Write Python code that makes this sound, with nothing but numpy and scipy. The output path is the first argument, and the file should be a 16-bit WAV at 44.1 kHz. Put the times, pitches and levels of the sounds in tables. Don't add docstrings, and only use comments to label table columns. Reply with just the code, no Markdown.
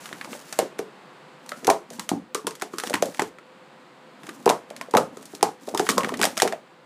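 import sys
import numpy as np
from scipy import signal
from scipy.fft import rfft, irfft, next_fast_len
from scipy.io import wavfile
from scipy.ndimage import uniform_filter1d, map_coordinates

SR = 44100
rng = np.random.default_rng(int(sys.argv[2]) if len(sys.argv) > 2 else 0)


def bounce(signal):
    frames = np.transpose(np.atleast_2d(signal))
    limited = np.clip(frames, -1, 1)
    pcm = np.round(limited * 32767).astype(np.int16)
    wavfile.write(sys.argv[1], SR, pcm)


def boost(x):
    u = np.asarray(x, float) / 20
    return 10 ** u


N = 302422


def unit(x):
    return x / np.sqrt(np.mean(x ** 2) + 1e-20)


def along(points, hz):
    f, value = np.transpose(points)
    return np.interp(np.log(hz + 1), np.log(f + 1), value)


def wobble(rate):
    knots = rng.standard_normal(int(N * rate / SR) + 4)
    return map_coordinates(knots, [np.arange(N) * rate / SR])


def filtered(x, response):
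    size = next_fast_len(N + SR // 2)
    hz = np.fft.rfftfreq(size, 1 / SR)
    return irfft(rfft(x, size) * response(hz), size)[:N]


def noise(spectrum):
    return unit(filtered(rng.standard_normal(N), lambda hz: boost(along(spectrum, hz))))


def resonances(modes):
    def response(f):
        total = 0
        for k, (center, width, db) in enumerate(modes):
            mode = 1j * f * width / (center ** 2 - f ** 2 + 1j * f * width)
            total = total + (-1) ** k * boost(db) * mode
        return total
    return response


def soft_start(t, attack):
    return 1 - np.exp(-t / attack)


def ring(hz, t60, attack, size):
    t = np.arange(size) / SR
    tone = np.sin(2 * np.pi * hz[:, None] * t)
    return tone * boost(-60 * t / t60) * soft_start(t, attack)


def place(s, rows):
    at = np.round(s * SR).astype(int)[:, None] + np.arange(rows.shape[1])
    return np.bincount(at.ravel(), rows.ravel(), N + rows.shape[1])[:N]


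def dying(s, db, t60, attack, size):
    t = np.arange(size) / SR
    power = boost(db[:, None] - 60 * t / t60) ** 2 * soft_start(t, attack) ** 2
    return np.sqrt(place(s, power))


# (frequency [Hz], level [dB per Hz])
AIR = [(30, -32.5), (60, -27), (95, -31), (140, -2), (250, -2.5), (500, -7), (1000, -5), (2000, -12.5),
       (4500, -21), (5800, -31), (7800, -28.5), (11000, -39.5), (16000, -46)]
# (time [s], level [dB])
AIR_LEVEL = [
    (0, -47),
    (1.4, -49),
    (2.3, -54),
    (3.4, -51.5),
    (4.1, -50.5),
    (6.86, -53.5),
]
# (frequency [Hz], width [Hz], level [dB])
HUM = [(353.6, 14, -66), (512, 9.2, -58.5)]


def air():
    s, db = np.transpose(AIR_LEVEL)
    level = np.interp(np.arange(N) / SR, s, db) + 0.51 * wobble(6)
    out = boost(level) * noise(AIR)
    for hz, width, hum_db in HUM:
        hum = filtered(rng.standard_normal(N), resonances([(hz, width, 0)]))
        out += boost(hum_db) * unit(hum)
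    return out


# (time [s], scrape level [dB], drag level [dB])
SLIDES = [
    [(0.0, -46, -53.5), (0.168, -54.5, -62), (0.322, -47, -40.5), (0.458, -53, -68), (0.6, -46.5, -47)],
    [(1.42, -71, -69), (1.516, -52, -45), (1.636, -56, -47.5), (1.7, -62, -44)],
    [(1.88, -73.5, -51), (1.934, -47, -40), (2.056, -58, -65), (2.1, -64.5, -53)],
    [(2.7, -64, -61), (2.88, -42, -47), (2.974, -60.5, -39), (3.052, -51, -38), (3.114, -49.5, -53),
     (3.228, -53, -57), (3.3, -58.5, -50)],
    [(4.18, -71, -56), (4.274, -54, -48), (4.414, -57.5, -50), (4.5, -60, -39)],
    [(4.68, -63, -52), (4.788, -70, -45.5), (4.9, -67, -58), (4.95, -57, -61)],
    [(5.12, -65, -46), (5.378, -53.5, -57.5), (5.45, -69, -32)],
    [(5.6, -57.5, -61), (5.746, -51, -38.5), (5.876, -42, -45), (5.926, -46, -30), (6.094, -50, -38),
     (6.214, -61, -36), (6.346, -51.5, -49), (6.4, -51, -44)],
]
# (frequency [Hz], level [dB per Hz])
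SCRAPE = [(880, -24), (1500, 5.5), (2210, -1.5), (7170, 2.5), (10600, -2), (14900, -9.5), (15500, -3.5),
          (16000, -37)]
# (frequency [Hz], level [dB per Hz])
DRAG = [(35, -47.5), (60, -26), (248, 16), (471, -11.5), (542, 1), (1520, -24.5), (2500, -32.5),
        (3250, -39.5), (5500, -120)]


def slides():
    t, out = np.arange(N) / SR, np.zeros(N)
    scrape = unit(boost(2.0 * wobble(43) + 2.5 * wobble(400)) * noise(SCRAPE))
    drag = unit(boost(4.5 * wobble(45)) * noise(DRAG))
    for stroke in SLIDES:
        s, scrape_db, drag_db = np.transpose(stroke)
        touch = np.clip(np.minimum(t - s[0], s[-1] - t) / 0.012, 0, 1)
        hiss = boost(np.interp(t, s, scrape_db)) * scrape
        rumble = boost(np.interp(t, s, drag_db)) * drag
        out += touch * (hiss + rumble)
    return out


# (time [s], peak level [dB], wall tone [Hz], dullness: knock against crack [dB])
CLICKS = [(0.057, -31, 1750, 5), (0.0901, -39, 2990, 8.5), (0.1279, -35.5, 1830, 12.5),
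          (0.212, -33, 1710, 11.5), (0.246, -32, 3420, 4), (0.33, -38, 1650, 12.5),
          (0.3387, -38, 1980, 3.5), (0.526, -21.5, 4440, 0.5), (0.5888, -10, 3970, 0),
          (0.7855, -39, 3500, 4), (0.79, -24.5, 1550, 1), (1.462, -38.5, 5770, 0), (1.492, -25, 4330, -5),
          (1.5186, -33.5, 1400, 11), (1.646, -24, 4980, 0), (1.6514, -42, 6050, 4),
          (1.6696, -13.5, 6040, -2), (1.674, -27.5, 2370, -7), (1.7001, -10, 7200, 0),
          (1.703, -19.5, 5200, 0), (1.9031, -32, 3290, -6), (1.9953, -18.5, 5500, -3.5),
          (2.0909, -14, 3100, -5), (2.096, -28, 3310, -8), (2.3468, -13.5, 1470, -4),
          (2.4686, -14, 3330, -3), (2.5081, -31, 6140, 0), (2.5526, -30, 5160, -5.5),
          (2.5979, -36.5, 4080, -2), (2.6134, -31, 3800, 4), (2.6208, -18.5, 3600, -0.5),
          (2.734, -40, 4370, -1), (2.7397, -38, 1440, 3), (2.784, -18, 4870, -6), (2.799, -20, 3130, 1),
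          (2.836, -22, 3160, 0), (2.8722, -22.5, 3350, -1), (2.8976, -20, 1410, -6), (2.931, -31, 1930, 9),
          (2.9393, -14.5, 1830, 5.5), (2.9541, -23.5, 1480, 7), (3.0235, -13.5, 6000, -3.5),
          (3.057, -23.5, 6480, -8), (3.1459, -33.5, 1730, 4), (3.172, -37, 3410, 2),
          (3.1804, -39, 3160, -3), (3.1949, -17.5, 1540, 5), (3.2194, -20.5, 1420, 2),
          (3.3855, -48, 2680, 12.5), (4.2334, -42, 3440, 6), (4.2394, -46, 2720, 4), (4.2673, -33, 6740, 3),
          (4.2913, -29.5, 1940, 4), (4.4586, -17, 5800, -6.5), (4.4642, -35, 1790, -2),
          (4.476, -30, 1410, 12), (4.4923, -11.5, 3330, 1.5), (4.4974, -14, 2530, -1.5),
          (4.508, -27, 5400, 4), (4.7027, -34, 1430, 4), (4.764, -28, 4400, -3), (4.812, -27, 2000, 6.5),
          (4.91, -31.5, 4800, -12), (4.9373, -28.5, 1410, 4), (4.9498, -23.5, 1550, 6),
          (4.9691, -8.5, 1410, -2.5), (4.9769, -19, 4920, -1), (5.1703, -34.5, 1550, -5),
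          (5.211, -44, 1840, -2.5), (5.2271, -35, 5900, -8), (5.255, -31.5, 5050, -14),
          (5.35, -28.5, 4930, -13.5), (5.4096, -40, 5140, 9), (5.4278, -8.5, 5220, -3),
          (5.598, -52.5, 1410, 2), (5.672, -36, 3620, -4), (5.6882, -30, 3120, -6),
          (5.7473, -20.5, 5900, -7.5), (5.7752, -15.5, 3500, -4.5), (5.795, -15.5, 6300, -0.5),
          (5.8673, -30, 1870, 12), (5.8898, -8, 2170, -2.5), (5.8988, -14, 3360, 1.5),
          (5.9054, -15, 5160, -7), (5.9143, -20.5, 5660, -8), (5.9796, -11.5, 4330, -5.5),
          (6.007, -27.5, 2520, 8), (6.0331, -28.5, 1780, 13), (6.046, -25.5, 1520, 9),
          (6.0863, -32, 1880, 1), (6.0914, -27, 1985, 3.5), (6.12, -40.5, 2160, 9),
          (6.1403, -29.5, 3560, 11), (6.1718, -26.5, 6000, -13), (6.1926, -27, 2370, -1),
          (6.2015, -25.5, 1840, -1), (6.2145, -13.5, 1940, 2.5), (6.2261, -11, 3460, -13),
          (6.232, -14, 3320, 6.5), (6.2404, -10, 3970, -2), (6.2528, -9, 5160, -1), (6.37, -23, 1950, 4),
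          (6.3762, -14, 5690, -6.5), (6.389, -24.5, 2140, -4), (6.3999, -15, 3260, 2), (6.42, -5, 3270, -2),
          (6.4758, -20.5, 1600, 4), (6.5241, -28, 2780, 8.5)]
# (frequency [Hz], level [dB per Hz])
CRACK = [(1500, -27.5), (3000, -6), (5500, -3), (8000, -4.5), (11000, -9.5), (14500, -18.5), (16000, -24)]
# (frequency [Hz], level [dB per Hz])
KNOCK = [(500, -19), (1100, 1.5), (1800, 2), (3000, -5), (4500, -14.5), (8000, -51.5)]


def clicks():
    s, db, hz, dull_db = np.transpose(CLICKS)
    wall_level = boost(db - 9 + 0.4 * dull_db)[:, None]
    out = place(s, wall_level * ring(hz, t60=0.014, attack=0.0003, size=1024))
    for colour, level in (CRACK, db - 1.5), (KNOCK, db + dull_db - 1.5):
        contact = dying(s, level, t60=0.012, attack=0.00031, size=1024)
        rattle = dying(s, level - 11.5, t60=0.053, attack=0.0015, size=4096) * boost(3.1 * wobble(500))
        echo = dying(s, level - 22, t60=0.23, attack=0.005, size=16384)
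        for loudness in contact, rattle, echo:
            out += loudness * noise(colour)
    return out


# (time [s], peak level [dB], air cavity tone [Hz], side wall tone [Hz], side wall against cavity [dB])
THUMPS = [(0.1134, -36, 540, 650, -4), (0.1276, -29, 284, 1410, -9), (0.255, -35, 566, 940, 2),
          (0.2751, -33, 300, 830, -2), (0.2885, -37, 230, 740, -3), (0.3303, -27, 530, 780, -12),
          (0.3503, -30.5, 584, 790, -3), (0.5255, -33, 650, 740, 9), (0.59, -9.5, 566, 670, -2),
          (0.597, -14, 480, 650, -14), (0.6278, -19, 367, 657, -12), (0.726, -35, 520, 990, -13),
          (0.7932, -14, 438, 645, -11.5), (1.4586, -41, 574, 1000, 8), (1.52, -25, 590, 1340, 1),
          (1.6298, -35, 460, 1280, -13), (1.651, -24, 395, 740, -12), (1.6791, -5.5, 494, 750, -1),
          (1.6901, -7, 390, 970, 1.5), (1.7012, -8.5, 660, 740, 4), (1.7092, -9.5, 630, 637, 12),
          (1.7177, -21, 610, 650, -1), (1.909, -30, 510, 656, -10), (1.9874, -27.5, 250, 880, -9),
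          (1.997, -27.5, 242, 970, 7), (2.0918, -28.5, 644, 1220, 1), (2.1156, -10, 285, 780, -5.5),
          (2.135, -15, 296, 750, -12), (2.1686, -23, 240, 740, -19), (2.3507, -17, 440, 1150, -2),
          (2.446, -25.5, 273, 900, -12), (2.4684, -23, 573, 860, -6), (2.4741, -17.5, 435, 974, -4),
          (2.6244, -21, 410, 730, 1), (2.737, -22, 348, 1160, -6.5), (2.7839, -25, 430, 1310, 4),
          (2.837, -22.5, 510, 744, 0), (2.8727, -27.5, 312, 1160, -8), (2.8971, -30, 610, 650, 1),
          (2.9069, -19.5, 530, 640, -4.5), (2.9397, -15, 300, 960, 0), (3.0256, -7, 553, 630, -7),
          (3.0878, -27, 290, 650, -7), (3.1941, -13, 325, 840, 5), (3.2199, -13.5, 410, 850, -11),
          (3.3844, -40, 530, 1360, -2), (4.242, -36, 270, 670, -9), (4.2793, -38.5, 280, 800, 2),
          (4.2879, -28, 338, 1230, -7), (4.3478, -36, 260, 1130, -9), (4.405, -40, 270, 830, -7),
          (4.4639, -3, 467, 740, -4), (4.4763, -5.5, 423, 930, -2), (4.4992, -10.5, 640, 706, 4),
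          (4.5068, -11.5, 378, 980, 5.5), (4.561, -32, 560, 870, -5), (4.7091, -29.5, 560, 650, -1),
          (4.8125, -29, 660, 1060, -0.5), (4.8855, -29.5, 533, 650, -12), (4.9392, -7, 440, 920, -1.5),
          (4.9507, -4, 570, 880, 2), (4.9585, -8.5, 278, 720, -1), (4.9724, -6.5, 523, 1250, -4),
          (4.9812, -8, 520, 890, -9), (4.9895, -15, 523, 740, -3), (5.033, -25, 240, 650, 1),
          (5.1716, -29, 424, 1250, -8), (5.3358, -28.5, 400, 655, -7), (5.4291, -3, 450, 797, 4),
          (5.676, -25, 404, 1020, -12), (5.6827, -22.5, 560, 650, -4), (5.7398, -20, 410, 640, -2),
          (5.7486, -15.5, 396, 930, 0.5), (5.7988, -8, 410, 750, -2.5), (5.8904, -14, 450, 1130, 0.5),
          (5.973, -18, 270, 990, -4), (5.9807, -7.5, 526, 1075, -2.5), (5.9988, -20, 230, 990, 4),
          (6.0372, -17, 210, 790, -8), (6.0482, -21, 380, 1190, -8), (6.073, -21.5, 520, 676, -7),
          (6.092, -20.5, 270, 1060, 10), (6.1216, -19.5, 430, 630, -4), (6.1386, -25, 270, 650, -2),
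          (6.1964, -18.5, 404, 796, -3), (6.208, -21.5, 233, 810, -9), (6.2183, -18.5, 430, 770, -4),
          (6.237, -16.5, 610, 760, -11), (6.2436, -15, 630, 713, -0.5), (6.2709, -22.5, 296, 840, -2),
          (6.3755, -21.5, 664, 1320, 1), (6.4201, -8, 634, 760, 9), (6.4294, -7, 455, 1090, -18),
          (6.4522, -12.5, 455, 646, -3), (6.4584, -15.5, 384, 660, -10), (6.4694, -19, 423, 710, -2.5),
          (6.5247, -25, 646, 650, 4), (6.5339, -21.5, 610, 640, 10)]
# (frequency [Hz], width [Hz], level [dB])
TABLE = [(164.3, 85, 9), (237.4, 30, -4.5), (410, 41, -1), (520, 20, 1.5), (900, 56, -11.5)]


def thumps():
    s, db, cavity_hz, wall_hz, wall_db = np.transpose(THUMPS)
    cavity_level = boost(np.minimum(-wall_db, 0))[:, None]
    wall_level = boost(np.minimum(wall_db, 0) + 3)[:, None]
    cavity = cavity_level * ring(cavity_hz, t60=0.024, attack=0.0008, size=2048)
    wall = wall_level * ring(wall_hz, t60=0.016, attack=0.0005, size=2048)
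    push_or_pull = rng.choice([-1, 1], (len(s), 1))
    cup = place(s, boost(db[:, None] + 3) * (cavity + wall) * push_or_pull)
    cup = filtered(cup, lambda f: (1j * f / (110 + 1j * f)) ** 3)
    return cup + boost(-7.5) * filtered(cup, resonances(TABLE))


# (frequency [Hz], time to fall by 60 dB [s])
ROOM = [(100, 0.33), (260, 0.27), (700, 0.2), (1800, 0.24), (5000, 0.19)]


def room(x, parts=3):
    turn = np.floor(np.arange(N) / SR / 0.023) % parts
    out = np.zeros(N)
    for k in range(parts):
        hz, t, z = signal.stft(rng.standard_normal(SR // 2), SR, nperseg=256)
        fade = boost(-60 * t / along(ROOM, hz)[:, None])
        tail = signal.istft(z * fade, SR, nperseg=256)[1]
        share = uniform_filter1d((turn == k) * 1.0, size=64)
        delayed = np.pad(x * share, (130, 0))
        out += signal.fftconvolve(delayed, tail / np.linalg.norm(tail))[:N]
    return out


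def scene():
    bodies = thumps()
    return (air() + slides() + clicks() + bodies + boost(-4.5) * room(bodies))[None]


def low_pass(x):
    return signal.sosfilt(signal.butter(12, 16500, fs=SR, output="sos"), x)


def record(dry):
    def microphone(f):
        return (1j * f / (60 + 1j * f)) ** 2 * boost(-30 * (f > 15400))
    x = filtered(dry[0], microphone)[None]
    mix = x / (1 + np.abs(x / 0.72) ** 6) ** (1 / 6)
    return low_pass(mix)


dry = scene()
out = record(dry)
bounce(out)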